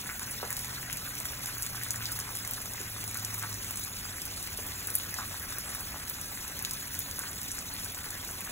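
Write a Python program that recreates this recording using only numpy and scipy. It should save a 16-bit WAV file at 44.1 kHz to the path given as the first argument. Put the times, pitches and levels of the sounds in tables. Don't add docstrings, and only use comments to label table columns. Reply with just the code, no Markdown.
import sys
import numpy as np
from scipy import signal
from scipy.fft import rfft, irfft, next_fast_len
from scipy.io import wavfile
from scipy.ndimage import uniform_filter1d

SR = 44100
rng = np.random.default_rng(int(sys.argv[2]) if len(sys.argv) > 2 else 0)


def generate_wav(signal):
    frames = np.transpose(np.atleast_2d(signal))
    scaled = np.clip(frames, -1, 1) * 32767
    pcm = np.round(scaled).astype(np.int16)
    wavfile.write(sys.argv[1], SR, pcm)


N = 375291

# [f/Hz, relative level/dB]
RUMBLE_SPECTRUM = [(12, -49), (20, -7.5), (85, -1), (118, -5.5), (145, -6), (215, -8), (245, -9.5),
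                   (274, -9), (349, -17), (381, -14.5), (600, -29.5), (780, -76), (1320, -120)]
# [t/s, f/Hz, level/dB]
ENGINE_TRACK = [(0.0, 122.7, -58), (0.71, 122.1, -50), (1.42, 123.4, -54), (1.99, 112.7, -46),
                (2.44, 109.9, -54), (3.48, 106.1, -44), (3.72, 97.4, -52.5), (5.25, 97.3, -53),
                (6.15, 91.2, -59), (7.4, 92.6, -55.5), (8.5, 98, -57)]
# [t/s, leaf level/dB, ground level/dB]
RAIN_LEVELS = [(0.0, -46.5, -49), (0.6, -46, -48), (2.1, -45.5, -48.5), (2.5, -46.5, -48.5),
               (4.2, -46, -49.5), (5.1, -46, -47.5), (6.3, -46.5, -49), (7.6, -46, -50),
               (8.5, -46.5, -48.5)]
# [f/Hz, relative level/dB]
HISS_SPECTRUM = [(300, -24), (2000, -15.5), (3000, 0), (5000, 2), (6300, 2.5), (7000, 4), (9500, 0),
                 (11200, 6), (12200, 0), (14000, 1.5), (15750, 3.8), (15900, -39)]
# [f/Hz, relative level/dB]
PATTER_SPECTRUM = [(120, -37), (250, -11), (400, -8), (650, -1.5), (1000, 2.5), (1500, 3), (2000, 3.5),
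                   (2600, 3), (3500, -10), (6000, -24)]
# [f/Hz, coherence/0-1]
FAR_COHERENCE = [(150, 0.97), (350, 0.97), (600, 0.64), (1100, 0.41), (1550, 0.82), (2500, 0.01),
                 (3300, 0.62), (4300, 1), (5000, 1), (15000, 1)]
# [f/Hz, phase/rad]
FAR_PHASE = [(100, .15), (500, 0.96), (1100, 0.94), (2000, 2.9), (3100, 2.28), (3600, 4.26), (4800, 4.15),
             (15000, 4.22)]
# [f/Hz, phase/rad]
NEAR_PHASE = [(100, 0.16), (700, 0.043), (1500, 1.65), (2800, 2), (3700, 3.75), (15000, 3.8)]
# [t/s, level/dB, f/Hz, spatter/0-1]
GROUND_DROPS = [(0.058, -31, 1730, 0.5), (0.09, -25.5, 1740, 0.9), (0.194, -33, 1900, 0.4),
                (0.276, -32, 2150, 0.7), (0.399, -32, 1690, 0.46), (0.4268, -29, 1000, 0.7),
                (0.428, -27.5, 524, 0.48), (0.504, -31, 1740, 0.7), (0.749, -38, 1820, 0.46),
                (0.827, -30, 2040, 0.46), (0.897, -24.5, 2380, 0.8), (1.118, -38, 1370, 0.46),
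                (1.253, -30.5, 1680, 0.3), (1.333, -31, 2060, 0.46), (1.486, -31, 1580, 0.8),
                (1.567, -32.5, 1520, 0.46), (1.745, -32.5, 1310, 0.6), (1.811, -28.5, 1920, 0.7),
                (1.862, -30, 1610, 0.46), (1.941, -29, 1600, 0.6), (2.005, -31, 1470, 0.7),
                (2.013, -27, 3000, 1.0), (2.06, -24, 4300, 1.0), (2.117, -34, 1250, 0.46),
                (2.186, -30, 1680, 0.46), (2.289, -32, 1150, 0.46), (2.803, -37.5, 374, 0.46),
                (2.962, -34, 1220, 0.5), (3.038, -40, 747, 0.4), (3.153, -28.5, 1580, 0.73),
                (3.344, -29, 2020, 0.3), (3.421, -30, 1500, 0.9), (3.434, -34, 1800, 0.9),
                (3.434, -29.5, 1250, 0.9), (3.707, -37.5, 1000, 0.7), (3.871, -37, 1350, 0.4),
                (4.051, -33, 1310, 0.6), (4.181, -32, 1910, 0.5), (4.471, -30, 2170, 0.7),
                (4.587, -36.5, 445, 0.6), (4.884, -31, 1600, 0.7), (4.997, -24, 3560, 0.7),
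                (5.185, -24.5, 1220, 0.75), (5.236, -36, 1290, 0.46), (5.341, -31.5, 1140, 0.46),
                (5.522, -31.5, 1480, 0.4), (5.732, -34, 1590, 0.46), (5.748, -28.5, 1678, 0.4),
                (5.941, -31, 993, 0.75), (6.372, -30, 2060, 0.46), (6.447, -36, 1310, 0.5),
                (6.647, -18, 3900, 0.3), (6.941, -31, 1980, 0.46), (7.184, -31.5, 1210, 0.9),
                (7.235, -28, 1520, 0.9), (7.581, -32.5, 1610, 0.6), (7.763, -26, 3580, 0.7),
                (8.04, -31, 2220, 0.46), (8.288, -33, 1460, 0.46), (8.472, -28.5, 1510, 0.6)]
# [t/s, level/dB, centre f/Hz, width/octaves]
LEAF_DROPS = [(0.0143, -35, 8700, 0.45), (0.0702, -32.5, 10700, 0.54), (0.0752, -32.9, 13000, 0.27),
              (0.1949, -29, 9300, 0.54), (0.2312, -29.5, 7700, 0.21), (0.3113, -28, 10500, 0.31),
              (0.4512, -36, 6000, 0.5), (0.5053, -23.5, 12800, 0.4), (0.5283, -24.5, 11000, 0.43),
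              (0.5676, -27, 7300, 0.52), (0.5709, -31, 12200, 0.38), (0.5927, -27, 8600, 0.42),
              (0.6465, -29, 7700, 0.61), (0.9287, -25.5, 9100, 0.44), (0.972, -27, 10400, 0.49),
              (1.0637, -32.5, 11100, 0.3), (1.0927, -32, 13480, 0.47), (1.153, -31, 10200, 0.48),
              (1.1879, -31, 8400, 0.39), (1.202, -26.3, 9000, 0.37), (1.2546, -26.8, 13500, 0.26),
              (1.459, -26, 7000, 0.6), (1.5827, -32, 11600, 0.4), (1.6237, -23, 10400, 0.55),
              (1.6301, -25, 8500, 0.34), (1.6647, -25, 10200, 0.45), (1.835, -25.2, 9700, 0.62),
              (1.8459, -31, 10500, 0.43), (1.8866, -31.7, 7700, 0.33), (1.9067, -18.5, 7440, 0.35),
              (1.934, -30, 12600, 0.36), (1.9595, -26.5, 8100, 0.34), (2.0564, -24.5, 4650, 0.22),
              (2.1193, -25, 8300, 0.25), (2.1241, -27, 14800, 0.25), (2.1305, -33, 8900, 0.55),
              (2.1624, -34, 9100, 0.35), (2.1903, -25.5, 10000, 0.24), (2.2012, -26.5, 9100, 0.58),
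              (2.3532, -27, 10400, 0.35), (2.3651, -30.9, 9100, 0.34), (2.3716, -29, 11100, 0.21),
              (2.3871, -30, 12600, 0.46), (2.4498, -29, 7000, 0.46), (2.4759, -26.5, 10300, 0.53),
              (2.511, -24, 14200, 0.27), (2.5357, -25.5, 10100, 0.34), (2.6179, -30, 12100, 0.42),
              (2.6585, -31.4, 6800, 0.8), (2.736, -29, 9700, 0.4), (2.8139, -29, 10500, 0.54),
              (3.0405, -28, 10100, 0.57), (3.0785, -29, 9400, 0.39), (3.1115, -35, 8100, 0.63),
              (3.1452, -28, 9900, 0.52), (3.1715, -28, 9600, 0.37), (3.1743, -28, 12120, 0.43),
              (3.1956, -29, 10200, 0.76), (3.2484, -22.5, 7400, 0.28), (3.2515, -29, 11400, 0.41),
              (3.3428, -25.5, 11080, 0.52), (3.3804, -29.1, 11300, 0.35), (3.3895, -33, 8500, 0.33),
              (3.396, -29, 9100, 0.38), (3.427, -28, 9500, 0.38), (3.5286, -32, 7000, 0.29),
              (3.5424, -29, 8500, 0.3), (3.646, -29, 11100, 0.45), (3.7093, -26, 13000, 0.63),
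              (3.7174, -36, 12000, 0.54), (3.7584, -29, 12400, 0.4), (3.7727, -25.5, 7560, 0.31),
              (3.7961, -28, 13000, 0.39), (3.8386, -30, 10100, 0.29), (3.8494, -30, 12000, 0.18),
              (4.2184, -28.5, 9200, 0.63), (4.2542, -27, 10700, 0.46), (4.4273, -30, 8400, 0.41),
              (4.4408, -35, 11000, 0.45), (4.4734, -36, 7900, 0.76), (4.5309, -33, 7600, 0.47),
              (4.5747, -27, 9700, 0.24), (4.6666, -30, 12600, 0.35), (4.829, -33, 11480, 0.51),
              (4.872, -24, 11600, 0.32), (4.8752, -33, 10500, 0.48), (4.9032, -25, 12700, 0.34),
              (4.9422, -28, 11500, 0.17), (4.9513, -33, 8000, 0.3), (4.9533, -14, 11400, 0.24),
              (4.9556, -28, 10800, 0.33), (4.9583, -35, 10900, 0.17), (4.9851, -27, 10500, 0.34),
              (5.1085, -34, 11400, 0.29), (5.1419, -25.5, 9700, 0.47), (5.3974, -32, 10800, 0.45),
              (5.5246, -31, 8800, 0.81), (5.5848, -25.5, 11000, 0.32), (5.6921, -33, 8300, 0.2),
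              (5.7492, -27, 11700, 0.34), (5.8074, -28.5, 10800, 0.29), (6.0819, -33, 10300, 0.56),
              (6.0962, -34, 13000, 0.4), (6.0984, -24.5, 14000, 0.28), (6.1414, -34, 6500, 0.5),
              (6.214, -29, 9700, 0.31), (6.4799, -30, 11100, 0.37), (6.5915, -28, 9700, 0.36),
              (6.6249, -26, 11800, 0.21), (6.6498, -23, 6500, 0.69), (6.7103, -25, 9100, 0.63),
              (6.7354, -27, 11000, 0.46), (6.942, -28, 14500, 0.31), (6.9506, -32, 7400, 0.57),
              (6.9916, -21.5, 12600, 0.33), (7.0046, -29, 9500, 0.36), (7.1124, -29, 8200, 0.54),
              (7.1921, -24.5, 9200, 0.5), (7.3143, -34, 11400, 0.38), (7.3311, -34, 8400, 0.62),
              (7.4164, -30, 11700, 0.47), (7.4316, -28.5, 12400, 0.43), (7.4822, -31, 10200, 0.48),
              (7.5165, -26.5, 7900, 0.26), (7.5895, -27.5, 6800, 0.26), (7.7391, -29, 12500, 0.39),
              (7.7983, -31, 8300, 0.49), (7.846, -28, 9600, 0.5), (7.947, -31, 8400, 0.5),
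              (7.98, -33, 11000, 0.53), (8.0457, -40, 13100, 0.33), (8.106, -28.5, 9600, 0.46),
              (8.2166, -37, 11500, 0.54), (8.2491, -30, 10100, 0.49), (8.2887, -37, 11600, 0.46),
              (8.3117, -31, 10800, 0.32), (8.407, -29, 11000, 0.51), (8.449, -33.0, 11500, 0.45)]
# [f/Hz, gain/dB]
TICK_ROLLOFF = [(20, 0), (16000, 0), (17000, -30)]
# [f/Hz, width/Hz, gain/dB]
CORNER_MODES = [(765, 40, 2.5), (1001, 40, 2.5), (1140, 40, 2.5), (1301, 22, 5), (1470, 55, 3.5),
                (1572, 50, 3.5), (1685, 45, 3), (1920, 40, 3.5), (2059, 35, 2.5), (2524, 30, 3)]
# [f/Hz, gain/dB]
TOP_CUT = [(20, 0), (15750, 0), (15850, -14), (16500, -15)]

TICK_ONSET_S, BLIP_CENTRE_S, PLOP_RISE_S = .0009, .0055, .0027


def gain_of(db):
    return 10 ** (np.asarray(db) / 20)


def unit_rms(x):
    return x / np.sqrt(np.mean(x ** 2) + 1e-20)


def at_hz(table, hz):
    f, value = np.transpose(table)
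    return np.interp(np.log(hz + 1), np.log(f + 1), value)


def curve(table, column):
    rows = np.array(table)
    return np.interp(np.arange(N) / SR, rows[:, 0], rows[:, column])


def add(mix, start_s, sound):
    part = mix[max(round(start_s * SR), 0):][:len(sound)]
    part += sound[:len(part)]


def to_right(hz, phase_table, lag_s=1 / 4200):
    return np.exp(1j * (at_hz(phase_table, hz) - 2 * np.pi * hz * lag_s))


def rumble(level_db=-49.0):
    hz = np.fft.rfftfreq(N, 1 / SR)
    mid, side = rfft(rng.standard_normal((2, N))) * gain_of(at_hz(RUMBLE_SPECTRUM, hz))
    side *= np.clip((hz / 700) ** 2.08, 0, .6)
    return gain_of(level_db) * unit_rms(irfft(np.array([mid + side, mid - side]), N))


def engine_drone():
    phase = 2 * np.pi * np.cumsum(curve(ENGINE_TRACK, 1)) / SR
    return np.sqrt(2) * gain_of(curve(ENGINE_TRACK, 2)) * np.sin(phase)


def far_noise(spectrum, patch_db, flicker_db):
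    frames, hz = N // 128 + 5, np.fft.rfftfreq(512, 1 / SR)
    re, im, own_re, own_im, patches, flicker = rng.standard_normal((frames, 257, 6)).T
    patches = unit_rms(uniform_filter1d(uniform_filter1d(patches, 6, axis=0), 9, axis=1))
    flicker = unit_rms(uniform_filter1d(uniform_filter1d(flicker, 170, axis=0), 4, axis=1))
    coherence = np.clip(at_hz(FAR_COHERENCE, hz), 0, 1)[:, None]
    left = re + 1j * im
    right = coherence * left * to_right(hz, FAR_PHASE)[:, None]
    right += np.sqrt(1 - coherence ** 2) * (own_re + 1j * own_im)
    shape_db = at_hz(spectrum, hz)[:, None] + patch_db * patches + flicker_db * flicker
    _, pair = signal.istft(np.array([left, right]) * gain_of(shape_db), nperseg=512, noverlap=384)
    return unit_rms(pair[:, :N])


def far_rain():
    hiss = far_noise(HISS_SPECTRUM, patch_db=3.06, flicker_db=1.98)
    patter = far_noise(PATTER_SPECTRUM, patch_db=2.6, flicker_db=1.5)
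    return gain_of(curve(RAIN_LEVELS, 1) + 5.0) * hiss + gain_of(curve(RAIN_LEVELS, 2)) * patter


def blip(hz, width_cycles=1.58, sink=.4):
    cycles = (np.arange(600) / SR - BLIP_CENTRE_S) * hz
    phase = 2 * np.pi * (cycles - sink * cycles ** 2 / (2 * width_cycles))
    return np.sin(phase) * np.exp(-(2 * cycles / width_cycles) ** 2)


def plop(hz, spatter, decay_s=.036, gap_scale_s=.0022, delay_s=.004):
    out = np.zeros(6000)
    add(out, 0, blip(hz))
    gaps, pitches, sizes = rng.random((24, 3)).T
    times_s = delay_s + np.cumsum(gap_scale_s * (.3 - np.log(gaps + .0011)))
    for start_s, pitch, size in zip(times_s, pitches, sizes):
        gain = spatter * np.exp(-start_s / decay_s) * (.3 + .7 * size)
        add(out, start_s, gain * blip(hz * (.85 + .45 * pitch)))
    return out


def tick(hz, width_oct, spray_db, snap_s=.00045, spray_s=.011, skirt_db=-17, skirt_hz=2000):
    n = 1600
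    t = np.arange(n) / SR
    snap, spray, grain = rng.standard_normal((3, n))
    snap = snap * np.exp(-(t - TICK_ONSET_S) / snap_s) * (t > TICK_ONSET_S)
    snap[round(TICK_ONSET_S * SR)] += 2.9
    clumps = unit_rms(1.4 + uniform_filter1d(grain, 30) ** 2 * 20)
    spray = spray * clumps * np.exp(-t / spray_s) * (t > TICK_ONSET_S)
    f = np.fft.rfftfreq(2 * n, 1 / SR)
    band = np.exp(-(np.log2((f + 1) / hz) / (2 * width_oct)) ** 2)
    skirt = gain_of(skirt_db) * f ** 2 / (f ** 2 + skirt_hz ** 2)
    leaf = (band + skirt) * gain_of(at_hz(TICK_ROLLOFF, f))
    snap, spray = irfft(rfft([snap, spray], 2 * n) * leaf)[:, :n]
    snap /= np.sqrt((snap ** 2).sum() / (SR / 1000))
    spray /= np.sqrt((spray[:600] ** 2).mean())
    return snap + gain_of(spray_db) * spray


def shower(sounds, rate_per_s, spread_db, max_spreads):
    out = np.zeros(N)
    for sound in sounds:
        chance, size, sign = rng.random((N, 3)).T
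        size_db = spread_db * np.minimum(-np.log(size + 1e-9), max_spreads)
        hits = chance < rate_per_s / len(sounds) / SR
        out += signal.oaconvolve(hits * gain_of(size_db) * np.sign(sign - .5), sound)[:N]
    return unit_rms(out)


def near_drops():
    out = np.zeros(N)
    for start_s, db, hz, width_oct in LEAF_DROPS:
        add(out, start_s - TICK_ONSET_S, gain_of(db) * tick(hz, width_oct, spray_db=-16))
    for start_s, db, hz, spatter in GROUND_DROPS:
        add(out, start_s + PLOP_RISE_S - BLIP_CENTRE_S, gain_of(db) * plop(hz, spatter))
    ticks = [tick(hz, width_oct=.56, spray_db=-22.5) for hz in np.geomspace(3500, 15000, 24)]
    plops = [plop(hz, spatter=.29) for hz in np.geomspace(450, 3600, 16)]
    near_leaves = gain_of(-4.5) * shower(ticks, rate_per_s=400, spread_db=11.4, max_spreads=2.1)
    mid_leaves = gain_of(-11.0) * shower(ticks, rate_per_s=1800, spread_db=4.0, max_spreads=3.8)
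    ground = gain_of(-9.0) * shower(plops, rate_per_s=400, spread_db=2.1, max_spreads=3.1)
    out += gain_of(curve(RAIN_LEVELS, 1)) * (near_leaves + mid_leaves)
    return out + gain_of(curve(RAIN_LEVELS, 2)) * ground


def both_ports(left, tail_db=-12, decay_s=.018):
    size = next_fast_len(N + 64)
    hz = np.fft.rfftfreq(size, 1 / SR)
    right = irfft(rfft(left, size) * to_right(hz, NEAR_PHASE), size)[:N]
    out, t = np.array([left, right]), np.arange(5000) / SR
    for k in range(3):
        tail = rng.standard_normal((2, len(t))) * np.exp(-t / decay_s) * (t > .001)
        tail /= np.linalg.norm(tail, axis=1, keepdims=True)
        fade = np.sqrt(2 / 3) * np.cos(np.pi * (k / 3 + 7.3 * np.arange(N) / SR))
        out += gain_of(tail_db) * signal.oaconvolve((left * fade)[None], tail, axes=1)[:, :N]
    return out


def corner_resonance(x):
    size = next_fast_len(N + 4096)
    hz = np.fft.rfftfreq(size, 1 / SR)
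    lift = 1 + sum((gain_of(db) - 1) / (1 + 2j * (hz - mode_hz) / width_hz)
                   for mode_hz, width_hz, db in CORNER_MODES)
    return irfft(rfft(x, size) * lift, size)[:, :N]


def scene():
    rain = both_ports(near_drops()) + far_rain()
    return corner_resonance(rain) + rumble() + engine_drone()


def record(dry):
    size = next_fast_len(N + 1024)
    top_cut = gain_of(at_hz(TOP_CUT, np.fft.rfftfreq(size, 1 / SR)))
    shaped = irfft(rfft(dry, size) * top_cut, size)[:, :N]
    lowpass = signal.firwin(301, cutoff=16550, window=("kaiser", 9), fs=SR)
    return signal.oaconvolve(shaped, lowpass[None], "same")


dry = scene()
out = record(dry)
generate_wav(out)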